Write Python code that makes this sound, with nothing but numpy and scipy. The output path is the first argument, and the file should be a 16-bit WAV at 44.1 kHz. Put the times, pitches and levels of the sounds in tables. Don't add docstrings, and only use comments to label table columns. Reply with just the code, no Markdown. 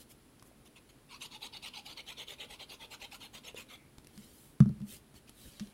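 import sys
import numpy as np
from scipy import signal
from scipy.fft import rfft, irfft, next_fast_len
from scipy.io import wavfile
from scipy.ndimage import map_coordinates

SR = 44100
rng = np.random.default_rng(int(sys.argv[2]) if len(sys.argv) > 2 else 0)


def dump_mix(stems):
    frames = np.atleast_2d(stems).T
    limited = np.clip(frames, -1, 1)
    pcm = np.round(limited * 32767).astype(np.int16)
    wavfile.write(sys.argv[1], SR, pcm)


N = 252693

# middle t/s, length/s, level/dB
STROKES = [(.666, 0.022, -60), (.774, 0.027, -56), (.901, 0.017, -59), (1.136, 0.057, -47),
           (1.239, 0.049, -43.5), (1.343, 0.052, -45.5), (1.445, .047, -41.5), (1.555, 0.041, -43),
           (1.658, 0.054, -42), (1.77, 0.056, -42.5), (1.895, 0.067, -45.5), (1.99, 0.039, -42.5),
           (2.101, 0.054, -44.5), (2.206, 0.053, -41.5), (2.311, 0.056, -44.5), (2.424, 0.054, -43),
           (2.527, .054, -49.5), (2.619, 0.042, -44.5), (2.724, 0.0525, -45), (2.829, 0.049, -46),
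           (2.934, 0.042, -46), (3.035, 0.05, -45.5), (3.141, 0.043, -48.5), (3.239, 0.053, -48),
           (3.362, 0.047, -47.5), (3.474, 0.054, -45.5), (3.593, .058, -48), (3.727, 0.057, -50.5)]
# t/s, hiss/dB, flex/dB, hollow note/dB, hollow note f/Hz
PAPER_ANSWER = [(.77, -2.5, -23, 2.5, 1200), (1.13, -7, -23, 1.5, 1133), (1.4, -9.5, -21, 0.5, 955),
                (1.79, -11.5, -27, 3.5, 900.2), (2.02, -10.5, -10.5, -3, 944), (2.55, -8, -8, -3.5, 973.6),
                (2.95, -7.5, -12.5, 1, 846.2), (3.22, -2.5, -14, -0.5, 952), (3.55, -6, -9.5, -5, 954),
                (3.73, -3, -7.5, -5, 1396)]


def scribble(shape=3.54, echo_s=0.000768, sweep_s=0.00041, light_db=-49.5):
    s, length, db = np.transpose(STROKES)
    hiss_db, flex_db, hollow_db, hollow_hz = read_curve(PAPER_ANSWER, s)
    touch_db = 2 * np.minimum(db - light_db, 0)
    speed = swell(s[:, None], length[:, None], shape)
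    bend = swell(s[:, None], 1.003 * length[:, None], shape)
    delay_s = echo_s + sweep_s * np.max(bend * rng.uniform(0.46, 2.03, (len(s), 1)), axis=0)
    grip = unit(amp(1.5 * wobble(130) + .4 * wobble(35)))
    drag = friction(rate=2500, spread_db=-2.5, smooth=0.92)
    rasp = amp(db - 4.5) @ speed * table_echo(paper_rasp(drag), delay_s, share=0.31)
    squeal = amp(db + touch_db - 12.5) @ speed * nozzle_squeak(s)
    push_db = 2.5 * directions()
    hiss = amp(db + hiss_db + push_db - 2.5) @ speed * fibre_hiss(drag)
    hollow = amp(hollow_db + touch_db - 59.5) @ bend * hollow_gap(hollow_hz)
    flex = amp(db + flex_db - 5) @ bend * paper_flex()
    tip = amp(-70) * swell(3.8, 0.13, shape) * ringing_noise(np.full(N, 2230), width_hz=360)
    return grip * (rasp + squeal + hiss) + hollow + flex + tip


# f/Hz, level/dB
RASP_TONE = [(600, -36.5), (1200, -16), (1750, -28.5), (2000, -5.5), (2250, 1.5), (3300, 1.5), (4150, 1.5),
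             (4800, -9.5), (5400, -43), (6500, -40), (8000, -15), (15000, -55)]
# t/s, pitch factor
TIGHTNESS = [(0.599, 0.89), (1.15, 1.083), (1.5, 1.05), (1.85, 1.09), (2.101, 0.95), (2.45, 0.95),
             (2.721, 1.04), (3, 1.01), (3.4, 0.93), (3.8, 0.96)]


def paper_rasp(drag, sag=.13):
    s, length, _ = np.transpose(STROKES)
    tightness, = read_curve(TIGHTNESS, np.arange(N) / SR)
    mid_stroke = np.max(swell(s[:, None], .75 * length[:, None], 2), axis=0)
    pitch = tightness * (1 + sag * (.75 - mid_stroke))
    rasp = map_coordinates(coloured(drag, RASP_TONE), [np.cumsum(pitch)], order=5, mode="mirror")
    return patchy(rasp, depth_db=4.2)


# f/Hz, level/dB
HISS_TONE = [(4800, -5), (5700, -3), (6700, -1.5), (7350, -6.5), (8200, -8.5), (9500, -5.5), (11500, -6.5),
             (13000, -11.5), (15800, -16)]


def fibre_hiss(drag):
    return patchy(coloured(drag, HISS_TONE), depth_db=5.5)


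# t/s, f/Hz
SQUEAK_PITCH = [(1.13, 2720), (1.4, 3900), (1.56, 2890), (1.98, 2922), (2.15, 3420), (2.8, 3420),
                (3.04, 2557), (3.27, 3303), (3.73, 2300)]


def nozzle_squeak(stroke_times):
    hz, = read_curve(SQUEAK_PITCH, stroke_times)
    return squeak(glide(hz, rise=.03), jitter=0.054)


# f/Hz, level/dB
FLEX_TONE = [(200, -62), (380, -0.5), (520, 3.5), (700, -3.5), (900, -17), (1600, -14), (2600, -26.5)]


def paper_flex():
    return patchy(coloured(rng.standard_normal(N), FLEX_TONE), depth_db=2.5)


def hollow_gap(hz):
    pitch = glide(hz, rise=0.082, sag=.1) * (1 + .07 * wobble(45))
    return ringing_noise(pitch, width_hz=104) + amp(-11) * ringing_noise(1.4 * pitch, width_hz=150)


# t/s, level/dB, starting f/Hz
SNAGS = [(1.428, -36, 3940), (1.534, -45.5, 4850), (1.736, -44, 3180), (2.176, -46, 3300),
         (2.282, -38.5, 3523), (2.405, -37, 3360), (2.598, -46, 3210), (3.016, -42.5, 2525),
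         (3.12, -44.5, 2506), (3.573, -42, 2812)]


def snags(rise_s=0.00094, t60=0.036, fall_per_s=6):
    level, pitch, t = np.zeros(N), np.zeros(N), np.arange(SR // 16) / SR
    for s, db, hz in SNAGS:
        add(level, s, amp(db - 60 * t / t60) * (1 - np.exp(-t / rise_s)))
        add(pitch, s, hz / (1 + fall_per_s * t))
    return level * squeak(pitch, jitter=0.051)


# f/Hz, level/dB, t60/s (the time to fade by 60 dB)
TABLE_NOTES = [(59.6, -38, 0.56), (89, -32, 0.28), (129.6, -9, 0.12), (167, -7.5, 0.071), (202.8, -7, 0.11),
               (219.5, -8, 0.081), (243, -22.5, 0.069), (316, -40, 0.14), (442, -42.5, 0.057),
               (558, -46.5, 0.077)]
FIRST_SWING = (-1, -1, -1, 1, 1, -1, 1, 1, -1, 1)
# t/s, level/dB, low-note boost/dB, high-note boost/dB
BLOWS = [(4.175, -31.5, -26, -12), (4.604, -3, 2, 1.5), (4.6594, -11.5, -11, 4.5), (4.695, -25.5, 5, 17),
         (4.752, -28, -22, -12), (4.806, -31.5, 2.5, -2), (4.821, -21.5, -26, -12),
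         (5.6082, -20.5, -19, -4)]


def thumps(contact_s=0.00026):
    out, t = np.zeros(N), np.arange(SR // 2) / SR
    hz, db, t60 = np.transpose(TABLE_NOTES)
    notes = np.array(FIRST_SWING)[:, None] * np.sin(2 * np.pi * hz[:, None] * t)
    notes *= amp(-60 * t / t60[:, None])
    notes *= 1 - np.exp(-t / contact_s)
    for s, level_db, low_db, high_db in BLOWS:
        add(out, s, amp(level_db + db + low_db * (hz < 180) + high_db * (hz > 300)) @ notes)
    return out


# f/Hz, level/dB, t60/s
BASE_NOTES = [(1065, -36, 0.029), (1220, -43, 0.032), (1310, -48, 0.024), (1570, -44, 0.028),
              (1730, -44, 0.021)]
# t/s, ring level/dB, click level/dB
LANDINGS = [(4.6039, -2.5, -36.5), (4.6588, -34, -56), (4.6913, -43, -52.5), (4.803, -41, -56)]
# f/Hz, level/dB
CLICK_TONE = [(900, -38), (1300, 19.5), (1800, 3), (2600, -7), (4000, 0.5), (5500, 2), (7000, -5),
              (11000, -7), (15800, -11)]


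def landings(click_t60=0.018):
    out, click, t = np.zeros(N), np.zeros(N), np.arange(SR // 6) / SR
    ring = sum((-1) ** k * amp(db - 60 * t / t60) * np.sin(2 * np.pi * hz * t)
               for k, (hz, db, t60) in enumerate(BASE_NOTES))
    for s, db, click_db in LANDINGS:
        add(out, s, amp(db) * ring)
        add(click, s, amp(click_db - 60 * t / click_t60))
    return out + click * coloured(rng.standard_normal(N), CLICK_TONE)


# t/s, level/dB, knock boost/dB, sparkle boost/dB
TICKS = [(0.3964, -41.5, -21, -28), (0.426, -43.5, -6, 0.5), (3.5455, -44.5, -8, -2),
         (3.983, -38, -6.5, -7), (4.046, -41.5, -18, -10), (4.0705, -38.5, -33, 0.5),
         (4.1773, -37.5, -26, -8), (4.8168, -43.5, -23, -16), (5.1425, -47, -4, -9),
         (5.2942, -39.5, -10, 4), (5.5972, -26, -20, -27), (5.603, -37.5, -8, -11), (5.672, -42, -14, -17)]
# f/Hz, level/dB
KNOCK_TONE = [(40, -30), (150, 17), (400, 3.5), (1300, -0.5), (1800, -16), (2600, -15), (8000, -43)]
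SNAP_TONE = [(500, -29), (1800, 12.5), (4000, 12.5), (6000, 11), (9000, 1), (15800, -29)]
SPARKLE_TONE = [(3000, -30), (7500, 13), (11000, 16), (15800, -4)]


def ticks(crack_t60=0.013, rise_s=0.00013, tail_t60=0.062, tail_db=-21, edge_hz=5200, edge_t60=0.00089):
    t = np.arange(SR // 8) / SR
    fade = amp(-60 * t / crack_t60) + amp(tail_db - 60 * t / tail_t60)
    fade *= 1 - np.exp(-t / rise_s)
    flick = np.sin(2 * np.pi * edge_hz * t) * amp(-60 * t / edge_t60)
    edge, knock, snap, sparkle = np.zeros((4, N))
    for s, db, knock_db, sparkle_db in TICKS:
        add(edge, s, amp(db) * flick)
        add(knock, s, amp(db + knock_db) * fade)
        add(snap, s, amp(db - 14) * fade)
        add(sparkle, s, amp(db + sparkle_db - 11) * fade)
    parts = (knock, KNOCK_TONE), (snap, SNAP_TONE), (sparkle, SPARKLE_TONE)
    return edge + sum(level * coloured(rng.standard_normal(N), tone) for level, tone in parts)


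# t/s, level/dB, f/Hz, t60/s
BUMPS = [(0.4243, -46.5, 1100, 0.012), (0.514, -50.5, 650, .02), (3.5453, -35.5, 465, 0.023),
         (3.9838, -43.5, 340, 0.018), (4.049, -47, 340, 0.013)]


def bumps():
    out, t = np.zeros(N), np.arange(SR // 10) / SR
    for s, db, hz, t60 in BUMPS:
        add(out, s, amp(db - 60 * t / t60) * np.sin(2 * np.pi * hz * t))
    return out


# middle t/s, length/s, level/dB, airy boost/dB
SLIDES = [(.01, 0.033, -59.5, 0.5), (0.113, 0.025, -61, 2.5), (0.47, 0.031, -72, 6),
          (4.226, 0.15, -64, -1.5), (4.418, 0.15, -68.5, 5), (4.926, 0.067, -53.5, 0.5),
          (5.169, 0.032, -59.5, -4.5), (5.289, 0.022, -59, -13), (5.44, 0.12, -61, -0.5),
          (5.613, 0.17, -62, -8.5)]
# f/Hz, level/dB
SWISH_TONE = [(300, 9), (1000, -10), (2200, -4), (3100, -3.5), (3700, -0.5), (4600, -1.5), (6200, -10),
              (9000, -9.5), (15800, -43)]
AIRY_TONE = [(3000, -39), (6000, -9.5), (8500, -3), (11500, 1), (14000, -5.5), (15800, -5)]


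def slides(ring_hz=3100, ring_db=-10):
    speed = np.array([swell(s, length, 2.17) for s, length, *_ in SLIDES])
    _, _, db, airy_db = np.transpose(SLIDES)
    drag = friction(rate=5000, spread_db=4.5, smooth=1)
    swish = amp(db) @ speed * patchy(coloured(drag, SWISH_TONE), depth_db=4.5)
    airy = amp(db + airy_db) @ speed * patchy(coloured(drag, AIRY_TONE), depth_db=2)
    ring = amp(db + ring_db) @ speed * ringing_noise(np.full(N, ring_hz), width_hz=550)
    return swish + airy + ring


def walls(x, bass_t60=.36, mid_t60=0.23, high_t60=0.1):
    hz, t, spectrum = signal.stft(rng.standard_normal(SR // 2), SR, nperseg=256)
    t60 = np.interp(hz, [200, 1200, 8000], [bass_t60, mid_t60, high_t60])
    tail = signal.istft(spectrum * amp(-60 * t / t60[:, None]), SR, nperseg=256)[1]
    return signal.fftconvolve(np.pad(x, (SR // 100, 0)), tail / np.linalg.norm(tail))[:N]


# f/Hz, level/dB
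ROOM_TONE = [(15, -25), (25, -13), (42, 1.5), (100, -5), (140, 1), (175, -7), (225, 0), (370, -6),
             (600, -13.5), (1430, -19), (4330, -23.5), (6310, -28.5), (9900, -25), (10550, -18.5),
             (11200, -28), (15800, -31)]


def room_noise():
    return amp(-61.5) * coloured(rng.standard_normal(N), ROOM_TONE)


def friction(rate, spread_db, smooth):
    catches = (rng.random(N) < rate / SR) * rng.choice([-1, 1], N)
    sizes = amp(spread_db * rng.standard_normal(N))
    return unit(catches * sizes) + smooth * rng.standard_normal(N)


def squeak(hz, jitter):
    pitch = hz * (1 + jitter * (wobble(700) + wobble(90) / 2))
    return np.sqrt(2) * np.sin(2 * np.pi * np.cumsum(pitch) / SR)


def ringing_noise(hz, width_hz):
    a, b = (filtered(noise, lambda f: 1 / (1 + (2 * f / width_hz) ** 2))
            for noise in rng.standard_normal((2, N)))
    phase = 2 * np.pi * np.cumsum(hz) / SR
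    return unit(a * np.cos(phase) + b * np.sin(phase))


def patchy(x, depth_db):
    spectrum = signal.stft(x, nperseg=512)[2]
    blur = np.outer(np.hanning(6), np.hanning(9))
    patches = signal.fftconvolve(rng.standard_normal(spectrum.shape), blur, "same")
    return unit(signal.istft(spectrum * amp(depth_db * unit(patches)), nperseg=512)[1][:N])


def table_echo(x, delay_s, share):
    return unit(x + share * map_coordinates(x, [np.arange(N) - delay_s * SR], order=3))


def swell(middle, length, shape):
    away = np.abs(2 * (np.arange(N) / SR - middle) / length)
    moving = away < 10
    speed = np.zeros(away.shape)
    speed[moving] = np.exp(-away[moving] ** shape / 2)
    return speed


def glide(hz, rise, sag=0):
    s, length, _ = np.transpose(STROKES)
    travel = rise * directions()
    times = np.ravel([s - length / 2, s, s + length / 2], order="F")
    pitches = np.ravel([hz * (1 - travel), hz * (1 - sag), hz * (1 + travel)], order="F")
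    return np.interp(np.arange(N) / SR, times, pitches)


def directions():
    return (-1) ** np.arange(len(STROKES))


def wobble(rate):
    return map_coordinates(rng.standard_normal(int(N * rate / SR) + 4), [np.arange(N) * rate / SR])


def coloured(x, tone):
    f, db = np.transpose(tone)
    return unit(filtered(x, lambda hz: amp(np.interp(np.log(hz + 1), np.log(f), db))))


def filtered(x, response):
    size = next_fast_len(N + 8192)
    return irfft(rfft(x, size) * response(np.fft.rfftfreq(size, 1 / SR)), size)[:N]


def read_curve(curve, s):
    times, *columns = np.transpose(curve)
    return [np.interp(s, times, column) for column in columns]


def add(track, s, sound):
    part = track[round(s * SR):][:len(sound)]
    part += sound[:len(part)]


def amp(db):
    return 10 ** (np.asarray(db) / 20)


def unit(x):
    return x / np.sqrt(np.mean(x ** 2) + 1e-20)


def scene():
    handwork = scribble() + snags() + ticks() + slides() + bumps() + landings()
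    table = thumps()
    background = room_noise()
    echoes = walls(amp(-13.5) * handwork + amp(-21) * table)
    return (handwork + table + echoes + background)[None]


def record(dry, top_hz=15850):
    return np.array([filtered(x, lambda hz: hz < top_hz) for x in dry])


dry = scene()
out = record(dry)
dump_mix(out)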